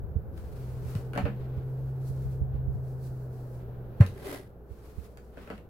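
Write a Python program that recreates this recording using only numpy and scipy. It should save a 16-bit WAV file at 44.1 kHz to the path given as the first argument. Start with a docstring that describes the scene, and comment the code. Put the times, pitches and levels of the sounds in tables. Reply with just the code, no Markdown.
"""Room air, an uneven rumble and soft low bumps are heard first, then a clatter as a small iron is stood aside.
A quilted cloth bowl is turned by hand and pressed on a padded table, close to the microphone in a small room.
The cloth rustles as filtered noise under stroke envelopes; a distant motor hums as two gliding sines.
The iron lands with a thud (a sine of sagging pitch), slides (noise through resonances) and taps (struck modes)."""
import sys
import numpy as np
from scipy import signal
from scipy.fft import rfft, irfft, next_fast_len
from scipy.io import wavfile
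from scipy.ndimage import map_coordinates

SR = 44100
rng = np.random.default_rng(int(sys.argv[2]) if len(sys.argv) > 2 else 0)


def waveform_to_disk(signal):
    """Save audio, clipped to [-1, 1], as 16-bit WAV at the path in sys.argv[1]."""
    frames = np.transpose(np.atleast_2d(signal))
    scaled = np.clip(frames, -1, 1) * 32767
    samples = np.round(scaled).astype(np.int16)
    wavfile.write(sys.argv[1], SR, samples)


N = 250929
TIME = np.arange(N) / SR  # s


def amp(db):
    """Level law: decibels to amplitude gain."""
    return 10 ** (np.asarray(db) / 20)


def unit(x):
    """Normalisation: scale to rms 1."""
    return x / np.sqrt(np.mean(x ** 2) + 1e-20)


def along(points, hz):
    """Logarithmic frequency scale: interpolate (frequency_hz, value) points."""
    point_hz, value = np.transpose(points)
    return np.interp(np.log(hz + 1), np.log(point_hz + 1), value)


def curves(rows):
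    """Linear interpolation in time: one value per sample for each column after the time."""
    time_s, *columns = np.transpose(rows)
    return [np.interp(TIME, time_s, column) for column in columns]


def wobble(knots_per_s):
    """Slow random modulation: a smooth curve through random knots."""
    knots = rng.standard_normal(int(N * knots_per_s / SR) + 4)
    return map_coordinates(knots, [TIME * knots_per_s])


def filtered(x, response):
    """Linear filtering: multiply the spectrum by a response of frequency."""
    size = x.shape[-1]
    padded = next_fast_len(size + SR // 4)
    spectrum = rfft(x, padded) * response(np.fft.rfftfreq(padded, 1 / SR))
    return irfft(spectrum, padded)[..., :size]


def colour(points):
    """Spectral shaping: the response through a few (frequency_hz, level_db) points."""
    return lambda hz: amp(along(points, hz))


def body(modes):
    """Modal superposition: the causal response of resonances with alternating signs."""
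    def response(f):
        total = 0
        for k, (centre, width, db) in enumerate(modes):
            resonance = 1j * f * width / (centre * centre - f * f + 1j * f * width)
            total = total + (-1) ** k * amp(db) * resonance
        return total
    return response


# Left-right likeness of diffuse sound: frequency_hz, correlation
LIKENESS = [(60, 1), (150, 0.84), (450, 0.9), (750, 0.62), (1200, 0.13), (2400, 0.1), (6000, 0.076),
            (15000, 0.034)]


def diffuse(response, size=N):
    """Diffuse field: coloured noise of rms 1, alike on both sides in the bass, nearly unrelated in the treble."""
    def mid_side(hz):
        angle = np.arccos(np.clip(along(LIKENESS, hz), -1, 1)) / 2
        return response(hz) * [np.cos(angle), np.sin(angle)]
    mid, side = filtered(rng.standard_normal((2, size)), mid_side)
    return unit(np.array([mid + side, mid - side]))


def add(track, s, sound):
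    """Superposition: mix a sound into the track at s seconds."""
    part = track[:, round(s * SR):][:, :sound.shape[-1]]
    part += sound[..., :part.shape[-1]]


def swell(full_s, hold_s, rise_db_per_s, fall_db_per_s):
    """Exponential envelope: a movement rises to full gain at full_s, holds and dies away."""
    before_s = np.maximum(full_s - TIME, 0)
    after_s = np.maximum(TIME - full_s - hold_s, 0)
    return amp(-rise_db_per_s * before_s - fall_db_per_s * after_s)


def blow(hz, rise_cycles, sharpness, sag, ring_db, ring_t60):
    """Damped impact: a push swells for about a cycle; its pitch sags quickly from its onset, and it rings briefly."""
    t = np.arange(SR // 3) / SR
    u = t * hz / rise_cycles  # time in units of the rise
    push = (u * np.exp(1 - u)) ** sharpness
    ring = amp(ring_db - 60 * t / ring_t60) * (1 - np.exp(-u))
    turns = rise_cycles * (0.83 * u + sag * (1 - np.exp(-u)))
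    return (push + ring) * np.sin(2 * np.pi * turns)


# Room air and rumble, both relative: time_s, air_db, rumble_db
BACKGROUND_LEVELS = [(0, -0.5, 5.5), (1.3, 2.5, -3), (1.9, 1, -3.5), (2.7, 0.5, 7.5), (3.3, 1, -11),
                     (4, 1.5, -6), (4.4, -4, -17), (5.69, -4.5, -14.5)]
# Spectrum of the room air: frequency_hz, level_db (relative, per Hz)
AIR_SPECTRUM = [(60, 4.5), (170, 2), (290, -5), (420, 2.5), (600, -7.5), (800, -11.5), (1100, -20),
                (1500, -20), (2100, -35), (3500, -43.5), (6000, -49), (9500, -54), (12000, -35),
                (15800, -36.5)]
# Spectrum of the rumble: frequency_hz, level_db (relative, per Hz)
RUMBLE_SPECTRUM = [(20, -21.5), (40, -4), (65, 8.5), (100, -0.5), (160, -4.5), (260, -50), (600, -80)]


def background(air_db=-46.5, rumble_db=-43, mains_db=-54, mains_hz=60, lumps_db=-1.0):
    """Ambient noise: room air, a faint mains hum and an uneven rumble partly separate on each side."""
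    air_change, rumble_change = curves(BACKGROUND_LEVELS)
    lumps = amp(lumps_db * np.array([wobble(10), wobble(6)]))
    jolts = rng.standard_normal((2, N)) + 0.92 * rng.standard_normal(N)  # each side's own + shared
    rumble = unit(lumps * filtered(jolts, colour(RUMBLE_SPECTRUM)))
    mains = amp(mains_db) * np.sqrt(2) * np.sin(2 * np.pi * mains_hz * TIME)
    air = amp(air_db + air_change) * diffuse(colour(AIR_SPECTRUM))
    return air + amp(rumble_db + rumble_change) * rumble + mains


# Speed of the distant motor, heard as its hum: time_s, pitch_hz (before a slight waver)
MOTOR_PITCH = [(0.6, 126.4), (1.29, 127.7), (1.86, 131.2), (2.25, 131.3), (2.95, 129.4), (3.19, 127.3),
               (3.56, 124.5), (3.88, 123)]
MOTOR_ON_S, MOTOR_RUN_S, MOTOR_RISE_DB_PER_S, MOTOR_FALL_DB_PER_S = 0.62, 3.18, 98, 15
MOTOR_DB, MOTOR_FULL_HZ, MOTOR_DB_PER_HZ = -34, 131, 1.05  # level at full speed; loss for each Hz below it
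MOTOR_COAST_HZ_PER_S = 5  # it keeps slowing as it fades


def motor(waver_db=0.34, waver_hz=0.31, shaft_db=-18):
    """Rotating source: a hum and a faint shaft tone an octave below pass the walls, louder at higher speed."""
    hz = curves(MOTOR_PITCH)[0] - MOTOR_COAST_HZ_PER_S * np.maximum(TIME - MOTOR_PITCH[-1][0], 0)
    level_db = MOTOR_DB - MOTOR_DB_PER_HZ * np.maximum(MOTOR_FULL_HZ - hz, 0)
    running = swell(MOTOR_ON_S, MOTOR_RUN_S, MOTOR_RISE_DB_PER_S, MOTOR_FALL_DB_PER_S)
    phase = 2 * np.pi * np.cumsum(hz + waver_hz * wobble(6.4)) / SR
    tones = np.sin(phase) + amp(shaft_db) * np.sin(phase / 2)
    return running * amp(level_db + waver_db * wobble(17)) * np.sqrt(2) * tones


# Soft handling bumps, each mostly on one side:
# swell_s (end of the rise), level_db (nominal, mean of the sides), pitch_hz (nominal), left_over_right_db
HANDLING_BUMPS = [(0.044, -31.5, 72.6, 15), (0.167, -22, 77, -14), (0.859, -33, 81, -19),
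                  (1.243, -23, 84.5, -21), (1.577, -30, 89.4, -12), (2.104, -32, 70, -29),
                  (2.259, -30.5, 69, 29), (2.42, -24.5, 70.7, -22), (2.548, -28, 68, -11),
                  (2.684, -27, 70.6, -18), (2.756, -29.5, 90, 26), (4.716, -39, 71, -31),
                  (4.986, -33.5, 75, -36)]


def bumps(rise_cycles=0.88, edge_db=-11, edge_hz=185):
    """Near-field jolts: dull damped blows close to the microphone, each with a brief higher edge."""
    out = np.zeros((2, N))
    for s, db, hz, pan_db in HANDLING_BUMPS:
        sides = amp([[pan_db / 2], [-pan_db / 2]])
        for pitch, level in (hz, db), (edge_hz, db + edge_db):
            wave = blow(pitch, rise_cycles, sharpness=2.17, sag=0.48, ring_db=-7.5, ring_t60=0.24)
            add(out, s - rise_cycles / pitch, amp(level) * sides / sides.mean() * wave)
    return out


# Strokes of the hands over the cloth: full_s, hold_s, level_db (before the mix), brightness_db
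HAND_STROKES = [(0.375, 0.69, -61.5, 0), (0.876, 0.062, -55, 0), (1.207, 0.4, -66.5, -5.5),
                (1.662, 0.38, -68, -0.5), (2.079, 0.0087, -60.5, 5), (2.152, 0.095, -64.5, 1.5),
                (2.313, 0.016, -62.5, 2), (2.547, 0.015, -69.5, -7.5), (2.735, 0.52, -73.5, 3.5),
                (2.88, 0.019, -68, 3.5), (3.042, 0.021, -62, 4), (3.336, 0.22, -67.5, 2.5),
                (3.608, 0.39, -75.5, -7), (4.031, 0.08, -61.5, -1), (4.727, 0.34, -64, 0),
                (5.108, 0.36, -73, 1.5), (5.381, 0.15, -60, -4.5)]
# Cloth dragging on the pad: frequency_hz, level_db (relative, per Hz)
DRAG_SPECTRUM = [(200, -9), (700, -7.5), (1050, 9.5), (1500, 3.5), (2500, 0), (4300, -7), (6500, -22),
                 (15800, -42)]
# Fibres brushing, here and under the sliding iron: frequency_hz, level_db (relative, per Hz)
BRUSH_SPECTRUM = [(1000, -13), (3000, -12), (4300, 2), (6500, -0.5), (8500, -0.5), (11000, 0.5),
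                  (15800, -0.5)]
STROKE_RISE_DB_PER_S, STROKE_FALL_DB_PER_S = 253, 152
HELD_DB, HELD_BRIGHT_DB = -85.5, -2.5  # the cloth stirring while it is only held


def cloth(flutter_db=1, grain_db=0.5, pressure_db=1.4):
    """Stick-slip friction: cotton drags dully on the pad and brushes brightly on the fingers in tiny bursts."""
    drag, brush = amp(HELD_DB - HELD_BRIGHT_DB), amp(HELD_DB + HELD_BRIGHT_DB)
    for full_s, hold_s, db, bright_db in HAND_STROKES:
        stroke = swell(full_s, hold_s, STROKE_RISE_DB_PER_S, STROKE_FALL_DB_PER_S)
        # powers of overlapping strokes add
        drag = np.hypot(drag, amp(db - bright_db) * stroke)
        brush = np.hypot(brush, amp(db + bright_db) * stroke)
    grains = unit(amp(pressure_db * wobble(16) + flutter_db * wobble(53) + grain_db * wobble(700)))
    rub = drag * diffuse(colour(DRAG_SPECTRUM)) + brush * diffuse(colour(BRUSH_SPECTRUM))
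    return grains * rub / np.sqrt(2) * amp([[.6], [-.6]])  # slightly to the left


# Resonances of the sliding iron: frequency_hz, width_hz, level_db (relative)
SOLE_MODES = [(282.5, 13.4, -8), (378.6, 16.4, -3.5), (419, 21, -4.5), (570, 41, -13), (720, 130, -19.5),
              (1615, 53, -21), (1992, 120, -23.5)]
# Fibres rubbing under the sole: frequency_hz, level_db (relative, per Hz)
RUB_SPECTRUM = [(100, -4.5), (300, -3), (600, -15), (1050, -5.5), (2000, -12.5), (2800, -13.5), (4500, -16),
                (6800, -23.5), (11000, -16), (15800, -24.5)]
SLIDE_S, SLIDE_HOLD_S = 4.283, 0.062  # when the push reaches full speed and how long it stays there
SLIDE_DB = -37  # at full speed, before the layer mix
SLIDE_RISE_DB_PER_S, SLIDE_FALL_DB_PER_S = 140, 200.5  # the push gathers speed and stops


def slide(sole_db=-1, rub_db=-8, hiss_db=-19, grain_db=2):
    """Friction-driven resonance: the pushed sole sings in the iron's modes while the fibres rub and hiss."""
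    push = swell(SLIDE_S, SLIDE_HOLD_S, SLIDE_RISE_DB_PER_S, SLIDE_FALL_DB_PER_S)
    stroke = amp(SLIDE_DB + grain_db * wobble(250)) * push
    rub = amp(rub_db) * diffuse(colour(RUB_SPECTRUM))
    hiss = amp(hiss_db) * diffuse(colour(BRUSH_SPECTRUM))
    return stroke * (amp(sole_db) * diffuse(body(SOLE_MODES)) + rub + hiss)


# Reverberation of the small room: frequency_hz, t60_s
ROOM_DECAY = [(150, 0.43), (500, 0.11), (2000, 0.2), (5000, 0.22), (14000, 0.19)]


def room(x, wet_db):
    """Reverberation: add the walls' answer, a noise tail with its own decay time at each frequency."""
    hz, t, z = signal.stft(diffuse(np.ones_like, size=SR // 2), SR, nperseg=256)
    decay = amp(-60 * t / along(ROOM_DECAY, hz)[:, None])
    tail = signal.istft(z * decay, SR, nperseg=256)[1]
    tail = np.pad(tail / np.linalg.norm(tail[0]), ((0, 0), (SR // 200, 0)))  # 5 ms delay
    return x + amp(wet_db) * signal.fftconvolve(x.mean(0)[None], tail, axes=1)[:, :N]


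def struck(modes, t, vary_db, scatter):
    """Modal excitation: one contact rings resonances at fresh strengths, with side phases set apart by scatter."""
    wave = 0
    for k, (hz, width, db) in enumerate(modes):
        offset = scatter * rng.uniform(-0.44, 0.37) * np.array([[1], [-1]])
        ring = np.sin(2 * np.pi * (hz * t + k / 2 + offset))
        strength = width * amp(db + rng.normal(0, vary_db))
        wave = wave + strength * np.exp(-np.pi * width * t) * ring
    wave = wave * (1 - np.exp(-t / 0.0002))  # soften the onset
    return wave / np.sqrt(np.mean(wave[:, :SR // 50] ** 2))  # rms 1 over the first 20 ms


# Hard contacts of the iron: start_s, strength_db, hardness_db, rattle_s (length of the rebounds after it)
HARD_CONTACTS = [(0.377, -54, 7.5, 0), (0.952, -42.5, 5.5, 0), (1.134, -38.5, -2, 0), (1.153, -37.5, -5, 0),
                 (1.16, -33.5, -21, 0), (1.176, -23.5, -9, 0.012), (1.254, -30, -16.5, 0.036),
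                 (4.002, -39.5, -10, 0), (4.009, -26.5, -3, 0.02), (4.064, -55, 22.5, 0),
                 (5.173, -49, 7, 0), (5.372, -43.5, -23, 0.012), (5.475, -44.5, -11, 0),
                 (5.502, -34.5, -12, 0.012), (5.579, -48.5, -3.5, 0)]
REBOUND_S, REBOUND_DB, REBOUND_LOSS_DB = 0.008, -7, 1.6  # mean gap, level re the blow, further loss at each
REBOUND_SOFTER_DB = 5  # a rebound is less hard than its blow


def contacts():
    """Inelastic rebound: each knock and its softer, ever weaker rebounds, as (start_s, strength_db, hardness_db)."""
    for s, db, hard_db, rattle_s in HARD_CONTACTS:
        yield s, db, hard_db
        for k in range(1, int(rattle_s / REBOUND_S) + 1):
            rebound_s = s + REBOUND_S * (k + rng.uniform(-0.2, 0.2))
            yield rebound_s, db + REBOUND_DB - REBOUND_LOSS_DB * k, hard_db - REBOUND_SOFTER_DB


# Resonances of the iron's body: frequency_hz, width_hz, level_db (relative)
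SHELL_MODES = [(960, 110, -2.5), (1294, 59, 0.5), (1513, 130, 7), (1666, 220, 1.5), (2075, 51, -13),
               (2590, 250, -16), (2780, 340, -6)]
# Resonances of the table: frequency_hz, width_hz, level_db (relative)
TABLE_MODES = [(192.6, 50, -3.5), (293, 51, -6.5), (428, 66, -1), (471, 76, -1.5), (604, 79, -5.5),
               (710, 116, -11)]
# Short rattle on each contact: frequency_hz, level_db (relative, per Hz)
CLACK_SPECTRUM = [(150, -6), (500, -27), (750, 1.5), (1100, 0), (1700, -3), (2700, -9.5), (3500, -20.5),
                  (4700, -26), (6500, -44), (15800, -33.5)]
# Bright tick of a hard contact: frequency_hz, level_db (relative, per Hz)
TICK_SPECTRUM = [(500, -9.5), (2500, 11.5), (4500, 7.5), (7000, 0), (11000, 0.5), (15800, -5.5)]
SOFT_TO_TABLE = 0.36  # dB more into the table for each dB less hardness


def knocks(clack_t60=0.075, tick_t60=0.014, clack_db=-7, shell_db=-15, table_db=-11, tick_db=-6):
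    """Impact excitation: contacts ring shell and table under a short rattle; hard ones tick, soft ones thump."""
    out = np.zeros((2, N))
    t = np.arange(SR // 4) / SR

    def burst(spectrum, t60):
        return diffuse(colour(spectrum), size=len(t)) * amp(-60 * t / t60)

    for s, db, hard_db in contacts():
        add(out, s, amp(db + shell_db) * struck(SHELL_MODES, t, vary_db=6.5, scatter=0.59))
        add(out, s, amp(db + clack_db) * burst(CLACK_SPECTRUM, clack_t60))
        thump_db = db + table_db - SOFT_TO_TABLE * hard_db
        add(out, s, amp(thump_db) * struck(TABLE_MODES, t, vary_db=2.5, scatter=0.15))
        add(out, s, amp(db + tick_db + hard_db) * burst(TICK_SPECTRUM, tick_t60))
    return room(out, wet_db=1.0) * amp([[.5], [-.5]])  # slightly to the left


# The iron meets the padded table: swell_s (end of the rise), level_db (nominal), pitch_hz (nominal)
IRON_THUDS = [(0.961, -20, 121), (4.011, -4, 111.5)]


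def thuds(rise_cycles=0.922, left_lead_s=0.000065):
    """Damped impact: the iron's weight drops on the padding and the table booms, reaching the left side first."""
    out = np.zeros((2, N))
    for s, db, hz in IRON_THUDS:
        boom = amp(db) * blow(hz, rise_cycles, sharpness=2.06, sag=0.6, ring_db=-13.5, ring_t60=0.3)
        start_s = s - rise_cycles / hz
        add(out[:1], start_s, boom)
        add(out[1:], start_s + left_lead_s, boom)
    return out


def scene():
    """Superposition: everything at the ironing table sounds together."""
    return background() + motor() + bumps() + cloth() + slide() + knocks() + thuds()


def record(dry):
    """Band limiting: nothing at or above 15850 Hz is kept."""
    return filtered(dry, lambda hz: hz < 15850)


dry = scene()
out = record(dry)
waveform_to_disk(out)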